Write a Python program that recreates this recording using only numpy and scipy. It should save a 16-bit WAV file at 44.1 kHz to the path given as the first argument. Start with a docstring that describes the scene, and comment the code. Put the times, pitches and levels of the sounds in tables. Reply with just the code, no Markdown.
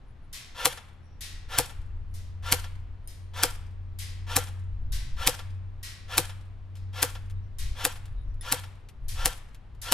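"""An electric airsoft rifle fires twelve single shots in a fenced back yard, close to the microphone.
Each time the gears wind the spring, the piston slams home with a pop, and the fences echo it.
About half a second after each shot but the last, the pellet excites the modes of a sheet-metal target;
one such ring comes before the first shot. A far engine is a gliding near-sine, wind and air are coloured
noise, the hum is a sine, and an insect and birds are narrow-band noise, all faint behind the shots."""
import sys
import numpy as np
from scipy import signal
from scipy.fft import rfft, irfft, next_fast_len
from scipy.io import wavfile

SR = 44100
rng = np.random.default_rng(int(sys.argv[2]) if len(sys.argv) > 2 else 0)


def output_pcm(signal):
    """Save a mono or channel-first signal as 16-bit PCM at the path in sys.argv[1].

    Samples are clipped to [-1, 1] before scaling.
    """
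    pcm = np.clip(np.atleast_2d(signal).T, -1, 1) * 32767
    wavfile.write(sys.argv[1], SR, np.round(pcm).astype(np.int16))


N = 437913
TIME = np.arange(N) / SR   # s

# Table levels are relative: each source adds its own trim. Spectra are shapes, scaled to unit power.

# Background
# Wind spectrum on the microphone: f/Hz, level/dB
WIND_SPECTRUM = [(12, -2.5), (25, 2.5), (42, -3), (65, -6.5), (100, -15), (160, -30), (300, -47),
                 (1000, -76), (8000, -110)]
# Spectrum of the neighbourhood's hush: f/Hz, level/dB
AIR_SPECTRUM = [(40, -5), (120, 0), (180, -6.5), (300, -13), (550, -17.5), (1000, -19), (2000, -25.5),
                (4000, -33.5), (6000, -42.5), (8000, -47.5), (12000, -51), (16000, -76)]
# Strength of the breeze: t/s, level/dB
BREEZE_LEVEL = [(0, -46.5), (.65, -50), (.9, -56.5), (1.5, -39.5), (2.8, -39), (3.3, -44.5), (4.1, -41),
                (4.6, -46), (5.4, -42), (6.0, -46.5), (7.0, -43.5), (8.4, -38.5), (8.8, -51.5), (9.4, -46),
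                (9.93, -45.5)]
# Gusts that buffet the microphone: t of peak/s, length/s, level/dB
GUSTS = [(2.052, 0.41, -38.5), (5.02, .58, -31), (7.66, 0.19, -34), (8.206, 0.31, -34), (9.15, .3, -31.5)]
# Engine loudness as the air carries it over: t/s, level/dB
ENGINE_LEVEL = [(0.0, -63), (0.61, -56), (2.68, -38), (3.04, -51.5), (3.43, -39), (3.51, -44), (4.7, -35),
                (5.2, -52), (5.58, -38), (5.95, -53), (6.19, -39), (6.61, -46.5), (6.88, -36), (7.11, -44),
                (7.38, -34.5), (7.55, -45), (8.54, -46), (8.63, -40), (8.99, -57.5), (9.18, -43.5),
                (9.49, -60.5), (9.93, -48)]
# The engine runs up to speed, quickly at first, then creeping on to its top speed
ENGINE_START_HZ, ENGINE_RUN_UP_HZ, RUN_UP_S, CREEP_HZ_PER_S, TOP_SPEED_HZ = 74.76, 13, .85, .95, 94.6
# The insect chirps in pairs at a nearly steady pace
FIRST_CHIRP_S, CHIRP_PERIOD_S, PAIR_GAP_S, CHIRP_JITTER_S = .05, 1, .16, .02
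# Whistles of far birds: t/s, length/s, f/Hz, level/dB
BIRD_CALLS = [(1.0, .22, 5600, -78), (7.331, 0.11, 3800, -79), (7.4, 0.098, 5640, -82),
              (8.138, .14, 3800, -74.5), (8.25, .1, 5710, -81.5)]

# Target
# Pellet on the plate: t/s, low ring level/dB, high ring level/dB
PELLET_HITS = [(0.3285, -43, -42), (1.2079, -43, -40.5), (2.14, -56.5, -52), (3.075, -58, -52.5),
               (3.9875, -44.5, -40), (4.9209, -43, -41), (5.829, -43, -42), (6.754, -63.5, -72),
               (7.585, -45.5, -42.5), (8.4099, -53.5, -58.5), (9.0827, -47.5, -40), (9.8161, -47, -40)]
# Spectrum of the struck plate: f/Hz, level/dB
PLATE_SPECTRUM = [(500, -24.5), (1000, -14), (1400, -10.5), (2000, -0.5), (2600, -3), (3600, -1.5),
                  (5300, 1), (7000, -0.5), (9000, 1.5), (12500, 2), (14500, -5), (16000, -24.5)]
# Decay of the plate by 60 dB: f/Hz, t60/s
PLATE_DECAY = [(1000, 1.5), (2000, .85), (4000, .68), (6000, 0.57), (10000, 0.39), (16000, 0.19)]
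# The plate's clearest modes: f/Hz, level/dB
PLATE_MODES = [(1098, -12.5), (1550, -8), (1911, -4), (3168, -4), (3563, -6), (3744, -0.5), (4163, -8.5),
               (5342, -3.5)]
# A few modes set singing by two glancing hits: t/s, f/Hz, level/dB, t60/s
GLANCING_PINGS = [(3.075, 9100, -56, 0.51), (3.075, 9100, -37, 0.025), (3.075, 12400, -40, 0.016),
                  (3.075, 5100, -56.5, 0.34), (3.075, 11400, -60.5, .35), (8.4102, 10220, -36, 0.07),
                  (8.4104, 3520, -50.5, 0.12), (8.4104, 5225, -51, .12), (8.4104, 1900, -52, .12)]

# Yard
# Echoes off fences and trees: delay/s, level/dB, smear/s, low-pass f/Hz
ECHOES = [(.0047, -9, .00012, 15000), (.073, -27.5, 0.0052, 7010), (.117, -31.5, 0.01, 2802),
          (.229, -41.5, 0.0086, 3500), (.272, -55.5, 0.018, 8800)]
# Decay of the yard's tail by 60 dB: f/Hz, t60/s
YARD_DECAY = [(150, .4), (600, .6), (2000, 0.93), (5000, 0.54), (10000, 0.44), (16000, 0.32)]

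# Rifle
# Shots: t of the piston's impact/s, crack level/dB, motor level/dB, body ring level/dB, wind-up/s
SHOTS = [(0.6568, -1, 0.5, 1, 0.11), (1.5875, -3, 1, 1.5, 0.1), (2.525, -2, -0.5, 0.5, 0.1),
         (3.4356, -2.5, 1, 0, 0.1), (4.3667, -3, 0.5, 1, 0.1), (5.275, -1.5, 0.5, 1, 0.11),
         (6.1814, -2.5, 0, -0.5, 0.1), (7.0297, -4.5, -1, -2, 0.1), (7.8524, -5.5, -1.5, -1, .102),
         (8.525, -4.5, -1, -2, 0.1), (9.2588, -4.5, -1.5, -3, 0.11), (9.9238, -5.5, -1.5, 4, 0.1)]
# Sear, piston sliding, piston head, air blast, rebounds, latch: t from impact/s, level/dB, fade/s
FIRING_CONTACTS = [(-.0099, -23, 0.0014), (-.0064, -19.5, 0.0032), (-.0036, -19, .003),
                   (-.0022, -13.5, .0015), (-.0012, -4.5, 0.00072), (-.0002, 3, .0004), (0.0113, -22, .003),
                   (0.0188, -23.5, 0.0034), (.068, -42, .009)]
# Spectrum of the contacts: f/Hz, level/dB
CRACK_SPECTRUM = [(200, -9.5), (620, -14.5), (1000, -6), (2000, -4.5), (3000, -5), (5000, -3.5), (6200, -5),
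                  (8700, -1.5), (12000, -2.5), (13800, -1.5), (16000, -16.5)]
# Nominal modes of the hollow body: f/Hz, level/dB, t60/s, t from impact/s
BODY_MODES = [(133.4, -33, 0.12, -.002), (279, -36, 0.09, -0.0078), (775, -26.5, 0.0036, -.0012),
              (383, -30.5, 0.045, .004), (497, -25.5, .06, 0.011), (730, -38.5, 0.027, 0.022),
              (814, -25, .05, .0045), (857, -26.5, .05, .0057), (1233, -30.5, .06, .0046),
              (1310, -31, 0.03, .0053)]
# Gearbox resonances: f/Hz, width/Hz, level over the broad whirr/dB
GEARBOX_MODES = [(500, 150, 5), (826, 160, 4), (1040, 60, 5), (1375, 70, 12), (1709, 47, 14.5),
                 (2710, 110, 6.5), (3000, 80, 4), (3290, 230, 8.5), (3430, 170, 3.5), (5370, 150, 6.5)]
# Spectrum of the broad whirr: f/Hz, level/dB
WHIRR_SPECTRUM = [(150, -21.5), (350, -14.5), (500, -3.5), (650, -4), (900, 1.5), (1500, -4.5), (2300, -3),
                  (3600, -4.5), (6000, -8.5), (8500, -13.5), (12500, -13), (14500, -21.5), (16000, -38)]
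# Load on the gears: t as a share of the wind-up, level/dB
GEAR_LOAD = [(0, -17.5), (.22, -10), (.4, -4), (.62, -2), (.9, -2), (1.05, -7.5), (1.65, -9.5), (1.9, -33)]
# Knocks as the trigger resets after most shots: t/s, level/dB
RESET_KNOCKS = [(0.7735, -42.5), (1.6946, -47.5), (2.642, -43), (4.4706, -47), (5.3908, -41.5),
                (6.2941, -44.5), (7.152, -43.5), (7.9564, -49), (8.6359, -46)]
# Trigger clicks: t/s, level/dB
TRIGGER_CLICKS = [(6.7541, -50.5), (6.768, -53), (7.2988, -51), (7.309, -53.5), (8.0557, -48.5),
                  (8.341, -64), (8.887, -48), (8.896, -55.5), (9.5458, -49), (9.749, -63)]
# Spectrum of the trigger clicks: f/Hz, level/dB
TRIGGER_SPECTRUM = [(300, -17), (1000, -1.5), (2800, 3), (6000, -2.5), (11000, -3), (13500, -4),
                    (16000, -32.5)]
# Spring and loose parts after the impact: f/Hz, level/dB
SHIVER_SPECTRUM = [(200, -11.5), (500, -3.5), (900, 2), (2000, 0), (3500, 0.5), (6000, -4), (9000, -1.5),
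                   (12500, -5.5), (14500, -18), (16000, -36)]
# Decay of their shiver by 60 dB: f/Hz, t60/s
SHIVER_DECAY = [(300, 0.53), (1500, 0.93), (4000, .52), (9000, .42), (16000, .25)]
# Hollow tones of one shot: t/s, f/Hz, level/dB, t60/s
HOLLOW_TONES = [(6.183, 343, -26, 0.073), (6.183, 154.4, -32, 0.1)]


def from_db(db):
    """Level in decibels to amplitude ratio."""
    return 10 ** (np.asarray(db) / 20)


def rms_one(x):
    """Normalise to unit root-mean-square."""
    return x / np.sqrt(np.mean(x ** 2) + 1e-20)


def at_hz(points, hz):
    """Interpolate a frequency table on a logarithmic frequency axis."""
    known, values = np.transpose(points)
    return np.interp(np.log(np.maximum(hz, 1)), np.log(known), values)


def add(out, s, sound):
    """Superpose a sound at time s, cut to fit."""
    start = int(round(s * SR))
    first = max(start, 0)
    last = min(start + sound.shape[-1], out.shape[-1])
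    if last > first:
        out[..., first:last] += sound[..., first - start:last - start]


def colour(x, spectrum, size=8192):
    """Minimum-phase filtering by the folded cepstrum; white noise keeps its power."""
    level = at_hz(spectrum, np.fft.rfftfreq(size, 1 / SR))
    cepstrum = irfft(np.log(from_db(level)))
    cepstrum[1:size // 2] *= 2
    cepstrum[size // 2 + 1:] = 0
    response = irfft(np.exp(rfft(cepstrum)))
    response /= np.linalg.norm(response)
    response = response.reshape((1,) * (x.ndim - 1) + (-1,))
    return signal.oaconvolve(x, response, axes=-1)[..., :x.shape[-1]]


def resonance(x, hz, width):
    """Two-pole resonance of this bandwidth (Hz), near unit gain at its peak."""
    r = np.exp(-np.pi * width / SR)
    zeros = np.array([1, 0, -1]) * (1 - r * r) / 2
    poles = [1, -2 * r * np.cos(2 * np.pi * hz / SR), r * r]
    return signal.lfilter(zeros, poles, x + 1e-18)


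def ring(hz, t60, phase=0):
    """Free vibration of one damped mode: a sine in an exponential envelope of initial height 1."""
    t = TIME[:SR // 2]
    return np.sin(2 * np.pi * hz * t + phase) * np.exp(-np.log(1000) * t / t60)


def burst(fade, channels=1):
    """Flat-spectrum decaying noise, with the energy of an exponential envelope starting at 1."""
    envelope = np.exp(-TIME[:SR // 8] / fade)
    noise = rng.standard_normal((channels, len(envelope))) * envelope
    # keep the phases, make every magnitude equal
    flat = irfft(np.exp(1j * np.angle(rfft(noise))), len(envelope))
    noise = flat * envelope ** (1 / 4)
    return noise * np.linalg.norm(envelope) / np.linalg.norm(noise, axis=-1, keepdims=True)


def dying(x, t60_table, count=12):
    """Frequency-dependent damping: overlapping bands each decay at their own rate."""
    size = x.shape[-1]
    hz_axis = np.fft.rfftfreq(size, 1 / SR)
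    centres = np.geomspace(150, 16000, count)
    spectrum, out = rfft(x), 0
    for hz, share in zip(centres, np.eye(count)):
        band = irfft(spectrum * np.interp(hz_axis, centres, share), size)
        out = out + band * np.exp(-np.log(1000) * TIME[:size] / at_hz(t60_table, hz))
    return out


def blend(pair, alike):
    """Interchannel correlation: mix two unrelated signals as sum and difference."""
    alike = np.clip(alike, 0, 1)
    middle = np.sqrt(1 + alike) * pair[0]
    side = np.sqrt(1 - alike) * pair[1] * np.array([[1], [-1]])
    return (middle + side) / np.sqrt(2)


def whistle(hz, length, width):
    """Narrow-band noise from two cascaded resonances, in a half-sine swell, at unit rms."""
    size = int(length * SR)
    narrow = resonance(rng.standard_normal((2, size)), hz, width)
    narrow = resonance(narrow, hz, width)
    return rms_one(narrow * np.sin(np.pi * np.arange(size) / size))


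def drift(rate, step=200):
    """Low-passed random fluctuation of unit spread with a corner at about this rate (Hz)."""
    size = N // step
    r = np.exp(-2 * np.pi * rate * step / SR)
    slow = signal.lfilter([1], [1, -2 * r, r * r], rng.standard_normal(2 * size))
    return np.interp(np.arange(N) / step, np.arange(size), rms_one(slow[size:]))   # settled half


def hum(level_db=-62, pitch_hz=120):
    """A steady pure tone: the faint electrical hum of the neighbourhood."""
    return np.sqrt(2) * from_db(level_db) * np.sin(2 * np.pi * pitch_hz * TIME)


def outdoors(wind_db=1.04, air_db=-56, eddy_db=1.5, eddy_rate=5, wind_alike=0.97):
    """Turbulent pressure: noise modulated by breeze, gusts and eddies, over a steady hush of air."""
    force = from_db(np.interp(TIME, *np.transpose(BREEZE_LEVEL)))
    for s, length, db in GUSTS:
        gust = from_db(db) * np.exp(-(2 * (TIME - s) / length) ** 4)
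        force = np.hypot(force, gust)
    eddies = from_db(wind_db + eddy_db * drift(eddy_rate))
    rumble = colour(blend(rng.standard_normal((2, N)), alike=wind_alike), WIND_SPECTRUM)
    hush = colour(blend(rng.standard_normal((2, N)), alike=.55), AIR_SPECTRUM)
    return force * eddies * rumble + from_db(air_db) * hush


def insect(level_db=-82.5, pitch_hz=9800, width=350, length=0.068):
    """Periodic stridulation: thin, high narrow-band chirps from the hedge, two at a time."""
    out = np.zeros((2, N))
    for s in np.arange(FIRST_CHIRP_S, N / SR, CHIRP_PERIOD_S):
        for offset in (0, PAIR_GAP_S):
            chirp_s = s + offset + rng.normal(0, CHIRP_JITTER_S)
            add(out, chirp_s, from_db(level_db) * whistle(pitch_hz, length, width))
    return out


def birds(width=220):
    """Narrow-band radiation: thin whistles from far off, their tone blurred by the trees."""
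    out = np.zeros((2, N))
    for s, length, hz, db in BIRD_CALLS:
        add(out, s, from_db(db) * whistle(hz, length, width))
    return out


def engine(level_db=0.5, second_db=-29, waver_db=1.6, waver_rate=5, skew=0.58):
    """Harmonic source of rising frequency: a wavering exhaust note, little but its fundamental carrying."""
    run_up = ENGINE_RUN_UP_HZ * (1 - np.exp(-TIME / RUN_UP_S))
    hz = np.minimum(ENGINE_START_HZ + run_up + CREEP_HZ_PER_S * TIME, TOP_SPEED_HZ)
    # fence echoes skew the phase (radians) between the sides
    phase = 2 * np.pi * np.cumsum(hz) / SR + skew * np.array([[.5], [-.5]])
    db = np.interp(TIME, *np.transpose(ENGINE_LEVEL)) + level_db + waver_db * drift(waver_rate)
    note = np.sin(phase) + from_db(second_db) * np.sin(2 * phase)
    return np.sqrt(2) * from_db(db) * note


def target(low_db=7.5, high_db=-1, lines_db=-7, split_hz=4500, bloom=0.012, wash=1.2, count=900):
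    """Modal density of a thin plate: crowded modes, excited anew by each hit; the low ones swell in late."""
    out, t = np.zeros((2, N)), TIME[:SR]
    # one-second spectra have 1 Hz bins, so a mode's frequency is its index
    mode_hz = rng.choice(np.arange(500, 16000), count, replace=False)
    low_pass = signal.butter(2, split_hz, fs=SR, output="sos")
    high_pass = signal.butter(2, split_hz, "high", fs=SR, output="sos")
    for s, low_ring_db, high_ring_db in PELLET_HITS:
        struck = np.zeros((2, SR // 2 + 1), complex)
        phases = np.exp(2j * np.pi * rng.random((2, count)))
        struck[:, mode_hz] = rng.standard_normal(count) * phases
        modes = rms_one(rms_one(irfft(struck)) + wash * rng.standard_normal((2, SR)))
        crash = dying(colour(blend(modes, alike=.4), PLATE_SPECTRUM), PLATE_DECAY)
        low_ring = signal.sosfilt(low_pass, crash) * (1 - np.exp(-t / bloom))
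        add(out, s, from_db(low_ring_db + low_db) * low_ring)
        add(out, s, -from_db(high_ring_db + high_db) * signal.sosfilt(high_pass, crash))
        for hz, db in PLATE_MODES:
            mode_db = low_ring_db + lines_db + db + rng.normal(-2, 2.1)
            mode = ring(hz, at_hz(PLATE_DECAY, hz), rng.normal(0, 0.98, (2, 1)))
            add(out, s, from_db(mode_db) * mode)
    for s, hz, db, t60 in GLANCING_PINGS:
        add(out, s, from_db(db) * ring(hz, t60, rng.normal(0, .8, (2, 1))))
    return out


def yard(x, scatter_db=-11, scatter_fade=0.021, tail_db=-29, reflection_cut_hz=12800):
    """Impulse response by convolution: direct sound, near-fence scatter, echoes and a thin tail from trees."""
    response, t = np.zeros((2, SR)), TIME[:SR]
    scatter = blend(burst(scatter_fade, channels=2), alike=.1)
    add(response, .0012, from_db(scatter_db) * scatter / np.linalg.norm(scatter[0]))
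    for delay, db, smear, dull_hz in ECHOES:
        echo = blend(burst(smear, channels=2), alike=.45)
        echo = echo * np.sqrt(2) / np.linalg.norm(echo)
        dull = signal.butter(1, dull_hz, fs=SR)
        add(response, delay, from_db(db) * signal.lfilter(*dull, echo))
    tail = dying(blend(rng.standard_normal((2, SR)), alike=.4), YARD_DECAY)
    tail = tail * (1 - np.exp(-t / 0.024))
    response += from_db(tail_db) * tail / np.linalg.norm(tail[0])
    # the reflections are duller than the direct sound
    response = signal.sosfilt(signal.butter(6, reflection_cut_hz, fs=SR, output="sos"), response)
    # the gun is a little to the left, so the right side hears it a moment later
    left_lead_s = .000024
    size = next_fast_len(N + SR)
    delay_phase = np.exp(-2j * np.pi * np.fft.rfftfreq(size, 1 / SR) * left_lead_s)
    late = irfft(rfft(x, size) * delay_phase, size)[:N]
    return np.array([x, late]) + signal.oaconvolve(x[None], response, axes=-1)[:, :N]


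def shiver(level_db=-40, hollow_db=-0.5):
    """Residual vibration: spring and loose parts rattle after each impact; one shot adds hollow tones."""
    out = np.zeros((2, N))
    for s, crack_db, _, _, _ in SHOTS:
        # the fences spread it wide
        rattle = colour(blend(rng.standard_normal((2, SR // 2)), alike=0.47), SHIVER_SPECTRUM)
        add(out, s, from_db(level_db + crack_db / 2) * dying(rattle, SHIVER_DECAY, count=8))
    for s, hz, db, t60 in HOLLOW_TONES:
        add(out, s, from_db(db + hollow_db) * ring(hz, t60))
    return out


def trigger(level_db=-2, fade=0.0085):
    """Impact noise: small plastic clicks as the trigger is let go and taken up."""
    out = np.zeros(N)
    for s, db in TRIGGER_CLICKS:
        add(out, s, from_db(db + level_db) * burst(fade)[0])
    return colour(out, TRIGGER_SPECTRUM)


def gears(level_db=-35.5, mesh_hz=1560, grind=1.3, knock_db=0.5, knock_fade=0.017):
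    """Forced vibration: teeth mesh faster and harder as the spring is wound, then fade, ringing the housing."""
    drive, t = np.zeros(N), TIME[:SR // 4]
    for s, _, motor_db, _, wind_up in SHOTS:
        turns = np.cumsum(mesh_hz * (1 - np.exp(-t / .025))) / SR
        # one click of random strength at each whole count
        teeth = np.diff(np.floor(turns), prepend=0) * rng.normal(1, 1.0, len(t))
        load = from_db(np.interp(t / wind_up, *np.transpose(GEAR_LOAD), right=-np.inf))
        mesh = rms_one(rms_one(teeth) + grind * rng.standard_normal(len(t)))
        add(drive, s - wind_up, from_db(level_db + motor_db) * load * mesh)
    for s, db in RESET_KNOCKS:
        add(drive, s, from_db(db + knock_db) * burst(knock_fade)[0])
    housing = drive.copy()
    for hz, width, db in GEARBOX_MODES:
        housing += (from_db(db) - 1) * resonance(drive, hz, width)
    return colour(housing, WHIRR_SPECTRUM) / np.sqrt(2)


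def piston(pop_db=-7, pop_width=.00006, body_db=-1.5):
    """Impulsive excitation: hard contacts, a pulse of air from the muzzle and the body's free modes."""
    contacts, out = np.zeros(N), np.zeros(N)
    # derivative of a Gaussian with peaks of 1, centred 2 ms in
    u = (TIME[:SR // 250] - 1 / 500) / pop_width
    pop = u * np.exp((1 - u * u) / 2)
    for s, crack_db, _, ring_db, _ in SHOTS:
        for offset, db, fade in FIRING_CONTACTS:
            contact_s = s + offset + rng.normal(0, .00006)
            contact_db = crack_db + db + rng.normal(0, 1)
            add(contacts, contact_s, from_db(contact_db) * burst(fade)[0])
        add(out, s - .0021, from_db(crack_db + pop_db) * pop)
        for hz, db, t60, delay in BODY_MODES:
            mode_db = body_db + ring_db + db + rng.normal(0, 1.6)
            add(out, s + delay, from_db(mode_db) * ring(hz * rng.normal(1, 0.012), t60))
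    return out + colour(contacts, CRACK_SPECTRUM)


def scene(left_db=1.8):
    """Superposition of background, target and rifle, the left side raised over the right by left_db."""
    background = hum() + outdoors() + insect() + birds() + engine()
    rifle = yard(trigger() + gears() + piston()) + shiver()
    return (background + target() + rifle) * from_db([[left_db / 2], [-left_db / 2]])


def record(dry, top=.82, stop_hz=17200):
    """Soft saturation rounds the cracks by overload; a low-pass holds all above stop_hz 70 dB down."""
    low_pass = signal.cheby2(14, 70, stop_hz, fs=SR, output="sos")
    return signal.sosfilt(low_pass, top * np.tanh(dry / top))


dry = scene()
out = record(dry)
output_pcm(out)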